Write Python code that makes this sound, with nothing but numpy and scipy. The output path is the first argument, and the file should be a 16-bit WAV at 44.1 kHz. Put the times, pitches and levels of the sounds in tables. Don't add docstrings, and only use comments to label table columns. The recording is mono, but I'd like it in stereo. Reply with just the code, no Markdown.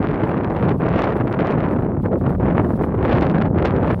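import sys
import numpy as np
from scipy.fft import rfft, irfft, next_fast_len
from scipy.io import wavfile
from scipy.ndimage import uniform_filter1d, map_coordinates

SR = 44100
rng = np.random.default_rng(int(sys.argv[2]) if len(sys.argv) > 2 else 0)


def wrap_up_sound(samples):
    columns = np.atleast_2d(samples).T
    tamed = np.clip(columns, -1, 1)
    steps = np.round(tamed * 32767).astype(np.int16)
    wavfile.write(sys.argv[1], SR, steps)


N = 176400


def amp(db):
    return 10 ** (np.asarray(db) / 20)


def unit(x):
    return x / np.sqrt(np.mean(x ** 2) + 1e-20)


def curve(rows):
    return np.interp(np.arange(N) / SR, *np.transpose(rows))


def colour(points, hz):
    f, db = np.transpose(points)
    return amp(np.interp(np.log(hz + 1), np.log(f + 1), db))


def noise(points, size=N):
    white = rfft(rng.standard_normal(size))
    return unit(irfft(white * colour(points, np.fft.rfftfreq(size, 1 / SR)), size))


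def wobble(rate):
    knots = rng.standard_normal(N // 20)
    return map_coordinates(knots, [np.arange(N) * rate / SR], mode="wrap")


def buffet(wind, spectrum, growth, sway, sway_hz, flutter, flutter_hz, lump_db):
    lumps = np.tanh(wobble(sway_hz))
    speed = wind * np.exp(sway * lumps + flutter * np.tanh(wobble(flutter_hz)))
    pattern = noise(spectrum, size=2 * N)
    pressure = map_coordinates(pattern, [np.cumsum(speed)], mode="grid-wrap")
    return amp(lump_db * lumps) * speed ** growth * pressure


def eddy_hits(rows):
    start, db, half_width_ms = np.transpose(rows)[:, :, None]
    at = np.round(start * SR).astype(int) + np.arange(-1200, 1200)
    offset = (at / SR - start) * 1000 / half_width_ms
    swing = amp(db) * np.pi * offset / (1 + offset ** 2) ** 2
    inside = (at >= 0) & (at < N)
    return np.bincount(at[inside], swing[inside], N)


# time in seconds, speed (1 is the usual wind).
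WINDWARD_SPEED = [(0, 1.175), (.15, 1.217), (.42, 1.1), (.444, 1.14), (.53, 0.97), (.59, 1.35), (.66, 1.06),
                  (.7, 1.43), (.762, 0.59), (.785, 0.45), (.808, 1.12), (.92, 1.246), (.98, 1.59),
                  (1.04, 1.746), (1.06, 1.47), (1.18, 0.95), (1.2, 1.27), (1.25, 0.77), (1.28, 1.394),
                  (1.305, 0.81), (1.345, 1.314), (1.375, 0.89), (1.395, 1.35), (1.5, 1.337), (1.565, 1.016),
                  (1.605, 1.15), (1.69, 1.08), (1.8, .88), (2.005, 0.68), (2.022, 0.31), (2.059, 0.99),
                  (2.081, 0.61), (2.135, 0.91), (2.19, 0.48), (2.26, 1.083), (2.355, 0.78), (2.377, 0.32),
                  (2.405, 0.94), (2.5, 1.16), (2.53, 0.91), (2.586, 1.22), (2.612, .96), (2.7, 0.87),
                  (2.76, .58), (2.839, 0.94), (2.869, .62), (2.91, 0.89), (3.0, 0.89), (3.04, 1.414),
                  (3.068, 1.3), (3.09, 1.6), (3.135, 1.62), (3.16, 1.33), (3.185, 1.5), (3.2, 1.15),
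                  (3.232, 1.45), (3.26, 1.15), (3.335, 1.0), (3.383, 1.35), (3.395, 1.0), (3.422, 1.4),
                  (3.44, 1.0), (3.464, 1.2), (3.485, 0.71), (3.51, 0.46), (3.6, 1.25), (3.618, 1.0),
                  (3.628, 1.35), (3.646, 1.2), (3.654, 2.15), (3.674, 1.85), (3.688, 1.2), (3.73, 1.05),
                  (3.85, 1.15), (3.915, 1.596), (3.955, 0.57), (3.98, 0.57), (4, 0.76)]
# frequency in Hz, relative level in dB.
WINDWARD_SPECTRUM = [(30, 0), (85, 1), (160, 1.2), (320, -0.5), (550, -7.5), (1000, -15.5), (1800, -28.5),
                     (3000, -48.5), (4500, -64), (7000, -95), (10000, -125)]
def windward_roar(wind):
    return buffet(wind, WINDWARD_SPECTRUM, growth=0.39, sway=0.17, sway_hz=149.12,
                  flutter=0.22, flutter_hz=449.7, lump_db=2.0)


# time in seconds, speed on the same scale.
LEE_SPEED = [(0, 0.52), (.018, 0.83), (.045, 0.34), (.21, 0.3), (.3, 0.48), (.47, 0.31), (.5, 0.43),
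             (.58, 0.32), (.71, 0.49), (.75, 0.23), (.82, 0.44), (.9, 0.29), (1.04, 0.28), (1.13, 0.44),
             (1.25, 0.45), (1.29, 0.21), (1.4, 0.3), (1.45, 0.47), (1.58, 0.33), (1.75, 0.36), (2.0, 0.3),
             (2.24, 0.27), (2.28, 0.41), (2.38, .36), (2.5, 0.49), (2.568, 0.5), (2.58, .8), (2.6, .86),
             (2.62, 0.59), (2.69, .39), (2.71, .68), (2.755, 0.36), (2.81, 0.68), (2.85, 0.42),
             (2.93, 0.49), (2.99, 0.35), (3.16, .63), (3.23, 0.48), (3.31, 0.37), (3.37, 0.52),
             (3.44, 0.33), (3.51, 0.52), (3.6, 0.39), (3.65, 0.49), (3.74, 0.46), (3.87, 0.44), (3.9, .52),
             (3.99, 0.35)]
# frequency in Hz, relative level in dB.
LEE_SPECTRUM = [(30, 2.5), (100, -2), (250, -6), (500, -9.5), (900, -15), (1600, -24), (2300, -33.5),
                (3500, -55.5), (6000, -100), (10000, -130)]
def lee_rumble():
    return buffet(curve(LEE_SPEED), LEE_SPECTRUM, growth=1.22, sway=0.24, sway_hz=54.66,
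                  flutter=0.18, flutter_hz=220.9, lump_db=0.1)


# time in seconds, level in dB.
DEEP_LEVEL = [(0, -44), (.6, -31), (1.2, -33.5), (1.9, -39), (2.15, -34), (2.3, -17), (2.8, -24.5),
              (3.05, -22), (3.8, -18), (4, -25)]
# frequency in Hz, relative level in dB.
DEEP_SPECTRUM = [(20, -12.5), (50, -3), (95, 1.5), (150, -12.5), (300, -38.5), (1000, -100)]
def deep_rumble():
    return amp(curve(DEEP_LEVEL)) * noise(DEEP_SPECTRUM)


# time in seconds, relative level in dB.
SNOW_LEVEL = [(0, -70.5), (.11, -77.5), (.29, -69.5), (.4, -80), (.5, -75), (.54, -67), (.6, -75.5),
              (.8, -71), (.88, -80), (1.02, -78.5), (1.22, -69), (1.42, -77.5), (1.695, -75), (1.72, -63),
              (1.768, -73.5), (1.805, -65), (1.87, -78), (1.96, -79), (2.03, -73), (2.16, -78),
              (2.23, -66.5), (2.25, -79.5), (2.3, -66.5), (2.385, -74.5), (2.415, -69.5), (2.52, -77.5),
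              (2.765, -64), (2.8, -72), (2.855, -62), (2.888, -73), (2.94, -71), (3.12, -74), (3.3, -74),
              (3.4, -74), (3.57, -82), (3.92, -67.5)]
# frequency in Hz, relative level in dB.
SNOW_LEFT = [(300, 10), (1800, 11.5), (3500, 3), (5000, -0.5), (7000, -4.5), (10000, -3), (15500, -3)]
SNOW_RIGHT = [(300, -0.5), (1800, 10.5), (4000, 4), (6000, -10), (7800, -5.5), (9300, 3), (12000, -4),
              (15500, -1.5)]
def snow_hiss(left_db, right_db, flicker_db):
    level = amp(curve(SNOW_LEVEL) + flicker_db * wobble(51))
    return level * np.array([amp(left_db) * noise(SNOW_LEFT), amp(right_db) * noise(SNOW_RIGHT)])


def crackle(wind, count, peak_db, spread_db):
    shed = np.cumsum(wind ** 2)
    shares = (np.arange(count) + rng.random(count)) / count
    at = np.searchsorted(shed, shares * shed[-1])
    force, girth = rng.standard_normal((count, 2)).T
    half_width_ms = 0.36 * np.exp(0.15 * girth) / wind[at]
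    return eddy_hits(np.transpose([at / SR, peak_db + spread_db * force, half_width_ms]))


# time in seconds, relative peak in dB, half width in ms.
LEE_THUMPS = [(.017, -22.5, 0.75), (.626, -12, 2.1), (.70, -18, 1.3), (1.135, -16.5, 0.91),
              (2.278, -6, 0.87), (2.581, -6.5, 0.34), (2.598, -4.5, 0.38), (2.67, -20, 2.1),
              (2.706, -11.5, 0.54), (2.812, -8.5, 0.5), (3.032, -14, 1.6), (3.131, -12, .5),
              (3.512, -7, 0.98), (3.739, -12, 0.91)]
def thumps():
    return eddy_hits(LEE_THUMPS)


# time in seconds, relative peak in dB, half width in ms.
SNAP_EDDIES = [(.051, -27.5, 0.14), (.085, -26, 0.2), (.113, -20, .17), (.145, -23.5, 0.15),
               (.161, -27.5, 0.18), (.255, -26.5, .16), (.38, -16, 0.21), (.446, -12, 0.18),
               (.502, -29.5, 0.12), (.567, -19.5, 0.16), (.594, -29.5, .16), (.642, -19.5, 0.19),
               (.693, -11.5, .18), (.697, -28, 0.14), (.888, -20.5, 0.11), (1.021, -15, 0.11),
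               (1.041, -21.5, 0.24), (1.278, -16.5, 0.19), (1.3276, -13.5, .16), (1.392, -5.5, 0.24),
               (1.402, -17.5, 0.27), (1.42, -15.5, 0.21), (1.4714, -16.5, 0.13), (1.511, -20, 0.13),
               (1.5207, -22.5, 0.13), (1.605, -9, .24), (1.688, -17, 0.22), (2.498, -19.5, 0.42),
               (2.581, -5, 0.29), (2.838, -8.5, 0.31), (3.028, -12.5, 0.22), (3.0515, -6, 0.25),
               (3.1116, -23, 0.23), (3.1317, -34.5, 0.22), (3.1844, -2, 0.27), (3.211, -18.5, .11),
               (3.2256, -11, .15), (3.229, -18, 0.17), (3.2533, -25, 0.13), (3.268, -12.5, 0.17),
               (3.29, -21.5, 0.19), (3.299, -12, .17), (3.314, -20, .16), (3.384, -19, 0.16),
               (3.422, -13, 0.19), (3.5864, -9, 0.22), (3.6256, -8.5, 0.21), (3.6532, -11.5, .125),
               (3.6564, -4.5, 0.38), (3.6652, -21.5, 0.33), (3.6733, -19.5, .14), (3.7085, -9, 0.22),
               (3.765, -16.5, 0.17), (3.8734, -21.5, 0.16), (3.9156, -27.5, 0.3)]
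# frequency in Hz, relative level in dB.
TEAR_SPECTRUM = [(500, -9.5), (2500, 3.5), (5000, -4), (8000, -10.5), (11000, -10.5), (15500, -20)]
def snaps(core_db, tear_db):
    core = eddy_hits(SNAP_EDDIES)
    bend = np.abs(np.gradient(np.gradient(core)))
    edge = np.abs(uniform_filter1d(bend, size=100))
    return amp(core_db) * core + amp(tear_db) * edge * noise(TEAR_SPECTRUM)


# centre in seconds, length in seconds, pitch in Hz, relative dB.
RIM_PUFFS = [(0.69, 0.22, 156.4, -14), (0.913, 0.16, 169.6, -15.5), (1.407, 0.053, 468.3, -14.5),
             (1.743, 0.063, 158, -17), (2.06, 0.073, 210, -16.5), (2.101, 0.06, 508.4, -22.5),
             (2.139, 0.074, 399.6, -12), (2.327, 0.26, 153.6, -16.5), (2.634, 0.12, 322.3, -15),
             (3.158, 0.33, 308.9, -17), (3.372, 0.35, 167.8, -15), (3.252, .22, 489, -19.5),
             (3.42, 0.16, 634, -23.5), (3.661, 0.29, 427.5, -18.5), (3.864, .14, 478.6, -20.5)]
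def rim_puffs(jitter):
    t, out = np.arange(N) / SR, np.zeros(N)
    for centre, length, hz, db in RIM_PUFFS:
        cycles = np.cumsum(hz * (1 + jitter * wobble(hz / 2))) / SR
        swell = np.exp(-(2 * (t - centre) / length) ** 2)
        out += amp(db) * swell * unit(np.sin(2 * np.pi * cycles))
    return out


def scene():
    wind = curve(WINDWARD_SPEED)
    left = amp(-12.0) * lee_rumble() + amp(3.0) * thumps()
    right = amp(-13.5) * windward_roar(wind) + deep_rumble()
    right += amp(-1.0) * rim_puffs(jitter=0.25)
    right += crackle(wind, count=460, peak_db=-16.5, spread_db=3)
    right += snaps(core_db=-1.0, tear_db=-2.5)
    return np.array([left, right]) + snow_hiss(left_db=11.5, right_db=11.0, flicker_db=2.7)


TOP_HZ, FADE_S = 15830, 0.004
# frequency in Hz, gain in dB.
MIC_RESPONSE = [(10, -36), (25, -14), (40, -11), (60, -4), (100, 0.5), (165, 2), (230, 0.5), (500, 0)]
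def record(dry):
    size = next_fast_len(N + SR // 2)
    hz, t = np.fft.rfftfreq(size, 1 / SR), np.arange(N) / SR
    thinned = irfft(rfft(dry, size) * colour(MIC_RESPONSE, hz), size)
    rounded = thinned / (1 + thinned ** 12) ** (1 / 12)
    fade = np.clip(np.minimum(t, t[-1] - t) / FADE_S, 0, 1)
    return irfft(rfft(rounded) * (hz < TOP_HZ), size)[:, :N] * fade


dry = scene()
out = record(dry)
wrap_up_sound(out)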